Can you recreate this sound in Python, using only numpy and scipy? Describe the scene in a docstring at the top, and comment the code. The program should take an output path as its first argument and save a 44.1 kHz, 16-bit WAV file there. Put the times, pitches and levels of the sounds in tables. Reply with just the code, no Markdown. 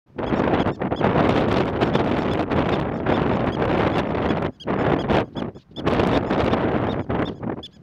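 """Prairie dogs in a gusty field

Two prairie dogs bark, one near and one farther off, each up to about 2.6 times a second. Every bark is
a short arch of pitch with many overtones, hoarser the higher it is, faintly scattered back by the grass.
Strong gusts buffet the microphone: eddies rumble, roar, crackle and snap. A few sudden lulls leave
the quiet rush of the field, and faint hisses come between the barks."""
import sys
import numpy as np
from scipy import signal
from scipy.fft import rfft, irfft, next_fast_len
from scipy.io import wavfile
from scipy.ndimage import uniform_filter1d, map_coordinates

SR = 44100
rng = np.random.default_rng(int(sys.argv[2]) if len(sys.argv) > 2 else 0)


def to_wav(s):
    """Save 16-bit WAV."""
    ch = np.atleast_2d(s).T  # columns
    pcm = np.round(np.clip(ch, -1, 1) * 32767)  # PCM
    wavfile.write(sys.argv[1], SR, pcm.astype(np.int16))


N = 344862

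# The near animal's barks: start_s, length_s, top_pitch_hz, level_db (relative)
NEAR_BARKS = [(.261, .044, 1700, -36), (.594, .039, 1686, -32), (.958, .05, 1720, -33.5),
              (1.341, 0.063, 1670, -42), (1.932, 0.052, 1790, -34), (2.31, 0.033, 1745, -33),
              (2.721, .041, 1830, -32), (3.134, .04, 1790, -33), (3.519, .042, 1677, -32.5),
              (3.922, 0.05, 1735, -38.5), (4.286, .038, 1706, -33.5), (4.598, 0.043, 1640, -31),
              (4.986, 0.044, 1682, -31), (5.363, 0.046, 1720, -33), (5.76, .046, 1767, -31.5),
              (6.135, 0.045, 1860, -35), (6.514, .036, 1846, -36.5), (6.889, 0.049, 1867, -36),
              (7.251, .046, 1813, -34), (7.628, 0.044, 1750, -30)]
# Its throat and mouth resonances: frequency_hz, gain_db
NEAR_THROAT = [(1700, -29), (2600, -12), (3350, -1.5), (3800, 1.5), (4300, -17), (5150, -15.5),
               (5800, -22.5), (6700, -23), (7700, -47.5), (8500, -42), (9700, -33), (11000, -50.5),
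               (14100, -46.5), (15500, -66)]
# The colour of its hoarse breath: frequency_hz, gain_db
BREATH_COLOUR = [(1500, -20), (3000, 2.5), (5500, 4), (7700, -18.5), (9500, -10), (12000, -20.5),
                 (14200, -22), (15800, -27.5)]


def near_dog():
    """The lead voice: bright barks, with throat turbulence that grows toward the end of hoarse ones."""
    voice = barking(NEAR_BARKS, NEAR_THROAT, droop=0.44, sag=1.15, rasp_rad=.15, doubling_db=-19)
    swell = np.zeros(N + SR)
    for start, length, top_hz, db in NEAR_BARKS:
        u = np.linspace(0, 1, int(length * SR))
        fades = np.clip(np.minimum(u, 1 - u) / .1, 0, 1)
        swell[round(start * SR):][:len(u)] += amp(db) * hoarseness(top_hz) * voice_break(u) * fades
    breath = swell[:N] * coloured_noise(BREATH_COLOUR)
    return amp(-1) * voice + amp(-24) * breath


# The far animal's barks: start_s, top_pitch_hz, level_db (relative)
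FAR_BARKS = [(.355, 1860, -55.5), (0.717, 1830, -61), (1.11, 1840, -72), (1.84, 1850, -61),
             (2.188, 1840, -56), (2.935, 1830, -64.5), (3.323, 1800, -61), (3.711, 1840, -63.5),
             (4.067, 1810, -70), (4.523, 1710, -74.5), (4.786, 1765, -60), (5.244, 1656, -76),
             (5.546, 1740, -67.5), (6.261, 1750, -61), (7, 1700, -68.5), (7.349, 1700, -70.5),
             (7.725, 1710, -66.5)]
# Its throat and mouth resonances: frequency_hz, gain_db
FAR_THROAT = [(1700, 4.5), (3400, 8), (5300, 4.5), (6900, 0), (8300, -24.5), (10500, -26), (12000, -18.5),
              (14500, -48)]


def far_dog(length_s):
    """The second voice: faint barks of one length, with stronger tones between the overtones."""
    barks = [(start, length_s, top_hz, db) for start, top_hz, db in FAR_BARKS]
    return amp(-.5) * barking(barks, FAR_THROAT, droop=.33, sag=1.0, rasp_rad=0.13, doubling_db=-2.5)


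def barking(barks, throat, droop, sag, rasp_rad, doubling_db):
    """In each bark the pitch rises and falls, sliding the overtones through the throat's resonances."""
    out = np.zeros(N + SR)
    for start, length, top_hz, db in barks:
        size = int(length * SR)
        u = np.linspace(0, 1, size)
        hoarse = hoarseness(top_hz)
        apex = .475 - .06 * hoarse  # a hoarse bark peaks earlier
        arch = 1 - droop * (u - apex) ** 2 - sag * (u - apex) ** 4  # slack folds steepen both ends
        pitch = top_hz * arch * (1 + 0.0024 * wobble(500, size))
        rough = hoarse * voice_break(u)
        phase = 2 * np.pi * np.cumsum(pitch) / SR + rasp_rad * rough * wobble(2200, size)
        voice = np.zeros(size)
        for k in range(1, 10):
            flicker_db = 0.37 * k * wobble(98, size)
            overtone = amp(curve_at(throat, k * pitch) + flicker_db) * np.sin(k * phase)
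            # alternate cycles differ, which adds tones halfway between the overtones
            between = amp(curve_at(throat, (k + .5) * pitch) + doubling_db) * np.sin((k + .5) * phase)
            voice += overtone + rough * between * wobble(300, size)
        fades = np.clip(u / 0.093, 0, 1) * np.clip((1 - u) / 0.083, 0, 1)
        out[round(start * SR):][:size] += voice * fades * amp(db + 0.49 * wobble(220, size))
    return out[:N]


def hoarseness(top_hz, clear_hz=1617, strain_span_hz=280):
    """The voice strains as it climbs: 0 is clear, 1 fully hoarse."""
    return np.clip((top_hz - clear_hz) / strain_span_hz, 0, 1)


def voice_break(u, early_rasp=0.2, break_at=0.52, width=0.11):
    """A hoarse bark starts almost clean and breaks into a rasp as u runs from 0 to 1."""
    return early_rasp + .5 * (1 + np.tanh((u - break_at) / width))


# Gusts on the microphone: start_s, length_s, opening_level_db (relative), drop_db, extra_fizz_db
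GUSTS = [(.193, 0.065, -31, 0, 3.5), (0.278, 0.34, -24.5, -3, -3.5), (0.661, 0.038, -20.5, 3.5, -3.5),
         (0.817, .055, -27, 0.5, -8), (.922, 0.022, -24.5, 4, -9), (0.996, 0.025, -26.5, -6, -4.5),
         (1.024, 0.26, -21.5, -1.5, -4.5), (1.278, .15, -22, 1.5, 7), (1.494, 0.23, -20, 5.5, 6),
         (1.699, .1, -27.5, -0.5, 3.5), (1.809, 0.12, -22, 5, 3.5), (1.943, .49, -24, 0, 4.5),
         (2.514, 0.34, -21, 5.5, 2.5), (2.848, 0.13, -26.5, 3, -6), (3.063, 0.2, -22.5, -1.5, -2.5),
         (3.279, 0.22, -22.5, 4, 0), (3.574, 0.3, -24, -5.5, -2), (3.882, .24, -26.5, 0.5, 3),
         (3.982, .014, -20, -1, 7.5), (4.144, .33, -24, 2, 0), (4.683, .26, -24.5, -4, -5),
         (4.959, .14, -30.5, 3.5, -3), (5.105, 0.11, -19, 1.5, 1), (5.373, .12, -31.5, 4.5, 4.5),
         (5.557, 0.0075, -41, -2.5, -1), (5.785, 0.094, -37, -10, -10), (5.874, 0.095, -19.5, 3, 4),
         (5.988, 0.19, -22, -1.5, 4), (6.3, 0.27, -22.5, 0.5, 3), (6.541, 0.46, -21.5, 7, -1.5),
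         (7.105, .125, -27, -5, -6), (7.246, 0.071, -28, 11, 3.5), (7.429, .1, -35, -1, -16),
         (7.571, 0.029, -42, -3.5, -3)]
# The light breeze between them: time_s, level_db (relative)
BREEZE = [(.1, -66), (.95, -41), (1.45, -25.5), (2.47, -35.5), (3.5, -30.5), (4.45, -46), (4.55, -64),
          (5.3, -51.5), (5.64, -69), (6.0, -27), (6.25, -29.5), (7.05, -45), (7.38, -49), (7.7, -63),
          (7.8, -57)]


def gusts(surge_db, surge_hz, rise_db_per_s=649, fall_db_per_s=697):
    """Gusts rise, hold and fall, driving rumble, roar and fizz levels (dB about each one's mean power)."""
    t = np.arange(0, N / SR, .002)
    strength = np.interp(t, *np.transpose(BREEZE))
    extra_fizz = np.zeros(len(t))
    for start, length, db, drop_db, fizz_db in GUSTS:
        edges = rise_db_per_s * np.maximum(start - t, 0) + fall_db_per_s * np.maximum(t - start - length, 0)
        gust = db - drop_db * np.clip((t - start) / length, 0, 1) - edges
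        extra_fizz = np.where(gust > strength, fizz_db, extra_fizz)
        strength = np.maximum(strength, gust)
    sample_times = np.arange(N) / SR
    roar = np.interp(sample_times, t, strength) + surge_db * wobble(surge_hz, N)
    rumble = 0.59 * roar
    fizz = 1.54 * roar + np.interp(sample_times, t, uniform_filter1d(extra_fizz, size=6))
    return [db - 10 * np.log10(np.mean(amp(db) ** 2)) for db in (rumble, roar, fizz)]


# The strongest single eddies: time_s, strength (relative)
EDDIES = [(0.189, 12.5), (0.27, 3), (.44, 9.5), (0.479, 8), (0.676, 3), (.821, 13), (1.045, 10),
          (1.294, 12), (1.659, 3), (1.955, 12), (2.396, 6), (2.693, 12), (2.826, 5.5), (3.003, 9),
          (3.068, 2), (3.624, 6), (3.655, 5), (4.308, 10.5), (4.426, 10.5), (4.867, 6), (4.922, 4.5),
          (4.966, 14), (5.171, 4.5), (5.424, 15.5), (7.151, 13), (7.226, 8.5), (7.5, 11.5), (7.523, 10.5)]


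def turbulence(eddy_hz, swirl_hz, life_s):
    """Strength of the eddies passing the microphone port: a random swirl, with strong ones on cue."""
    swirl = unit_rms(wobble(eddy_hz, N) + 0.84 * wobble(swirl_hz, N))
    half = SR // 20
    u = np.arange(-half, half) / SR / life_s
    reach = 2.5  # in eddy lives
    calm = 1 - np.exp(-(u / reach) ** 2)  # a strong eddy pushes the small ones aside
    slack = 4 * np.exp(-(u + reach) ** 2)  # the air slackens just ahead of it
    for time, strength in EDDIES:
        span = slice(round(time * SR) - half, round(time * SR) + half)
        swirl[span] = swirl[span] * calm + 0.32 * (strength * np.exp(-u ** 2) - slack)
    return 3 * np.tanh(swirl / 3)


# The colour of the buffeting: frequency_hz, gain_db
BUFFET_COLOUR = [(13, -37), (22, -23.5), (66, -4.5), (108, -1), (299, 0.5), (645, -4.5), (3540, -27),
                 (3950, -32.5), (15600, -81)]
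# How hard an eddy of unit strength shakes each band: frequency_hz, depth_db
FLUTTER_DEPTH = [(100, 1.1), (500, 3), (2000, 2.5), (5000, 2.5), (11000, 3.5)]


def wind_buffet(rumble, roar, fizz, crackle_db, crackle_hz, knee_hz, floor_db):
    """Wind on the microphone in half-octave bands: each eddy lifts them all, the high ones most."""
    eddies = turbulence(eddy_hz=650, swirl_hz=140, life_s=0.0034)
    crackle = crackle_db * np.clip(wobble(crackle_hz, N), -2.8, 2.8)  # the finest eddies tear in ticks
    tearing = 2.5 * np.tanh(fizz / 6) + crackle  # fierce gusts open the top octaves
    # slow air carries no small eddies: the roar rolls off at a knee that rises with the flow
    knee = knee_hz * amp(0.66 * (roar + 8.2 * eddies))
    white, out = rng.standard_normal(N), np.zeros(N)
    for centre in 31.25 * 2 ** np.arange(0, 9.5, .5):
        band = filtered(white, lambda hz: np.clip(1 - 2 * abs(np.log2((hz + 1) / centre)), 0, 1))
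        low = curve_at([(220, 1), (800, 0.14)], centre)
        high = curve_at([(2000, 0.0089), (4800, 0.92)], centre)
        top = curve_at([(2200, 0), (10000, 0.92)], centre)
        gust_db = low * rumble + (1 - low - high) * roar + high * fizz + top * tearing
        flutter_db = curve_at(FLUTTER_DEPTH, centre) * eddies
        rolloff = amp(floor_db) + 1 / (1 + (centre / knee) ** 4)
        out += band * unit_rms(rolloff * amp(gust_db + flutter_db))
    return unit_rms(filtered(out, lambda hz: amp(curve_at(BUFFET_COLOUR, hz))))


# The hardest eddies snapping on the port: time_s, level_db (relative)
SNAPS = [(.677, -32.5), (1.292, -26), (1.528, -24.5), (1.656, -32.5), (2.186, -30.5), (2.336, -24),
         (2.394, -33), (3.654, -32), (3.983, -25), (4.424, -33), (5.127, -34), (5.168, -29.5),
         (5.937, -24.5), (6.073, -21.5), (6.445, -29), (7.22, -42)]


def wind_snaps(fizz, hard_db, small_db, base_rate_hz, life_s, port_hz):
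    """Steep pressure fronts that relax at once: a few hard ones, and many small ones in fierce gusts."""
    hits = rng.random(N) < base_rate_hz / SR * amp(1.7 * fizz)
    fronts = hits * amp(small_db + 0.35 * fizz) * rng.standard_normal(N)
    for time, db in SNAPS:
        fronts[round(time * SR)] += amp(db + hard_db)
    u = np.arange(SR // 50) / SR / life_s
    cracks = signal.fftconvolve(fronts, (1 - u) * np.exp(-u))[:N]
    return filtered(cracks, lambda hz: 1 / (1 + (hz / port_hz) ** 2))  # the port rounds off each front


def field_scatter(voice, t60_s):
    """Grass and mounds scatter back a short diffuse tail."""
    t = np.arange(SR // 2) / SR
    tail = rng.standard_normal(len(t)) * amp(-60 * t / t60_s)
    return signal.fftconvolve(voice, tail / np.linalg.norm(tail))[:N]


# Faint hisses between the barks: start_s, length_s, level_db
HISSES = [(2.984, 0.014, -55), (5.327, 0.022, -64), (5.587, 0.05, -59), (5.709, 0.022, -64),
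          (7.296, 0.048, -61), (7.58, .025, -71), (7.71, 0.028, -64)]
# Their colour: frequency_hz, gain_db
HISS_COLOUR = [(1500, -23), (3000, 3), (4500, -1), (6500, -18), (8500, -34), (15000, -37)]


def hisses():
    """Short soft patches of high noise, each with a rounded swell."""
    t, swell = np.arange(N) / SR, np.zeros(N)
    for start, length, db in HISSES:
        from_middle = 2 * (t - start) / length - 1
        swell += amp(db) * np.sqrt(np.clip(1 - from_middle ** 2, 0, 1))
    return swell * coloured_noise(HISS_COLOUR)


# The colour of the open air: frequency_hz, gain_db
AIR_COLOUR = [(30, -8.5), (150, 6.5), (400, -9), (1000, -11.5), (1700, -18), (3000, -26), (5500, -33),
              (8000, -43.5), (15000, -46.5)]


def open_air(level_db):
    """The quiet, wavering rush of the field, heard in the lulls."""
    return coloured_noise(AIR_COLOUR) * amp(level_db + 1.5 * wobble(5.4, N))


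def amp(db):
    """Decibels to gain."""
    return 10 ** (np.asarray(db) / 20)


def unit_rms(x):
    """x scaled to rms 1."""
    return x / np.sqrt(np.mean(x ** 2) + 1e-20)


def curve_at(points, hz):
    """A curve of (frequency, value) points, read on a log frequency axis."""
    frequencies, values = np.transpose(points)
    return np.interp(np.log(hz + 1), np.log(frequencies + 1), values)


def wobble(rate_hz, size):
    """A smooth random curve with rate_hz knots a second."""
    knots = rng.standard_normal(int(size * rate_hz / SR) + 4)
    return map_coordinates(knots, [np.arange(size) * rate_hz / SR])


def filtered(x, response):
    """x equalised by response, a gain for each frequency."""
    size = next_fast_len(N + 8192)
    return irfft(rfft(x, size) * response(np.fft.rfftfreq(size, 1 / SR)), size)[:N]


def coloured_noise(colour):
    """Noise at rms 1, shaped by (frequency_hz, gain_db) points."""
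    return unit_rms(filtered(rng.standard_normal(N), lambda hz: amp(curve_at(colour, hz))))


def scene():
    """The mono mix: both animals and their echoes, the wind, and a bed of quiet air."""
    near, far = near_dog(), far_dog(length_s=.049)
    echoes = amp(-22) * field_scatter(near, t60_s=0.12) + amp(-17.5) * field_scatter(far, t60_s=.3)
    rumble, roar, fizz = gusts(surge_db=1.5, surge_hz=46)
    buffet = wind_buffet(rumble, roar, fizz, crackle_db=5.5, crackle_hz=1500, knee_hz=3200, floor_db=-14)
    snaps = wind_snaps(fizz, hard_db=10.5, small_db=-32, base_rate_hz=45, life_s=0.00049, port_hz=7960)
    return (near + far + echoes + amp(-21.5) * buffet + snaps + hisses() + open_air(level_db=-57.5))[None]


def record(dry, ceiling=.66, top_hz=15800):
    """A quick fade-in; the microphone squashes the tallest gusts and passes nothing above top_hz."""
    fade_in = np.clip((np.arange(N) / SR - .06) / .015, 0, 1)
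    pressure = dry[0] * fade_in
    squashed = pressure / (1 + (pressure / ceiling) ** 4) ** .25
    return filtered(squashed, lambda hz: hz < top_hz)[None]


dry = scene()
out = record(dry)
to_wav(out)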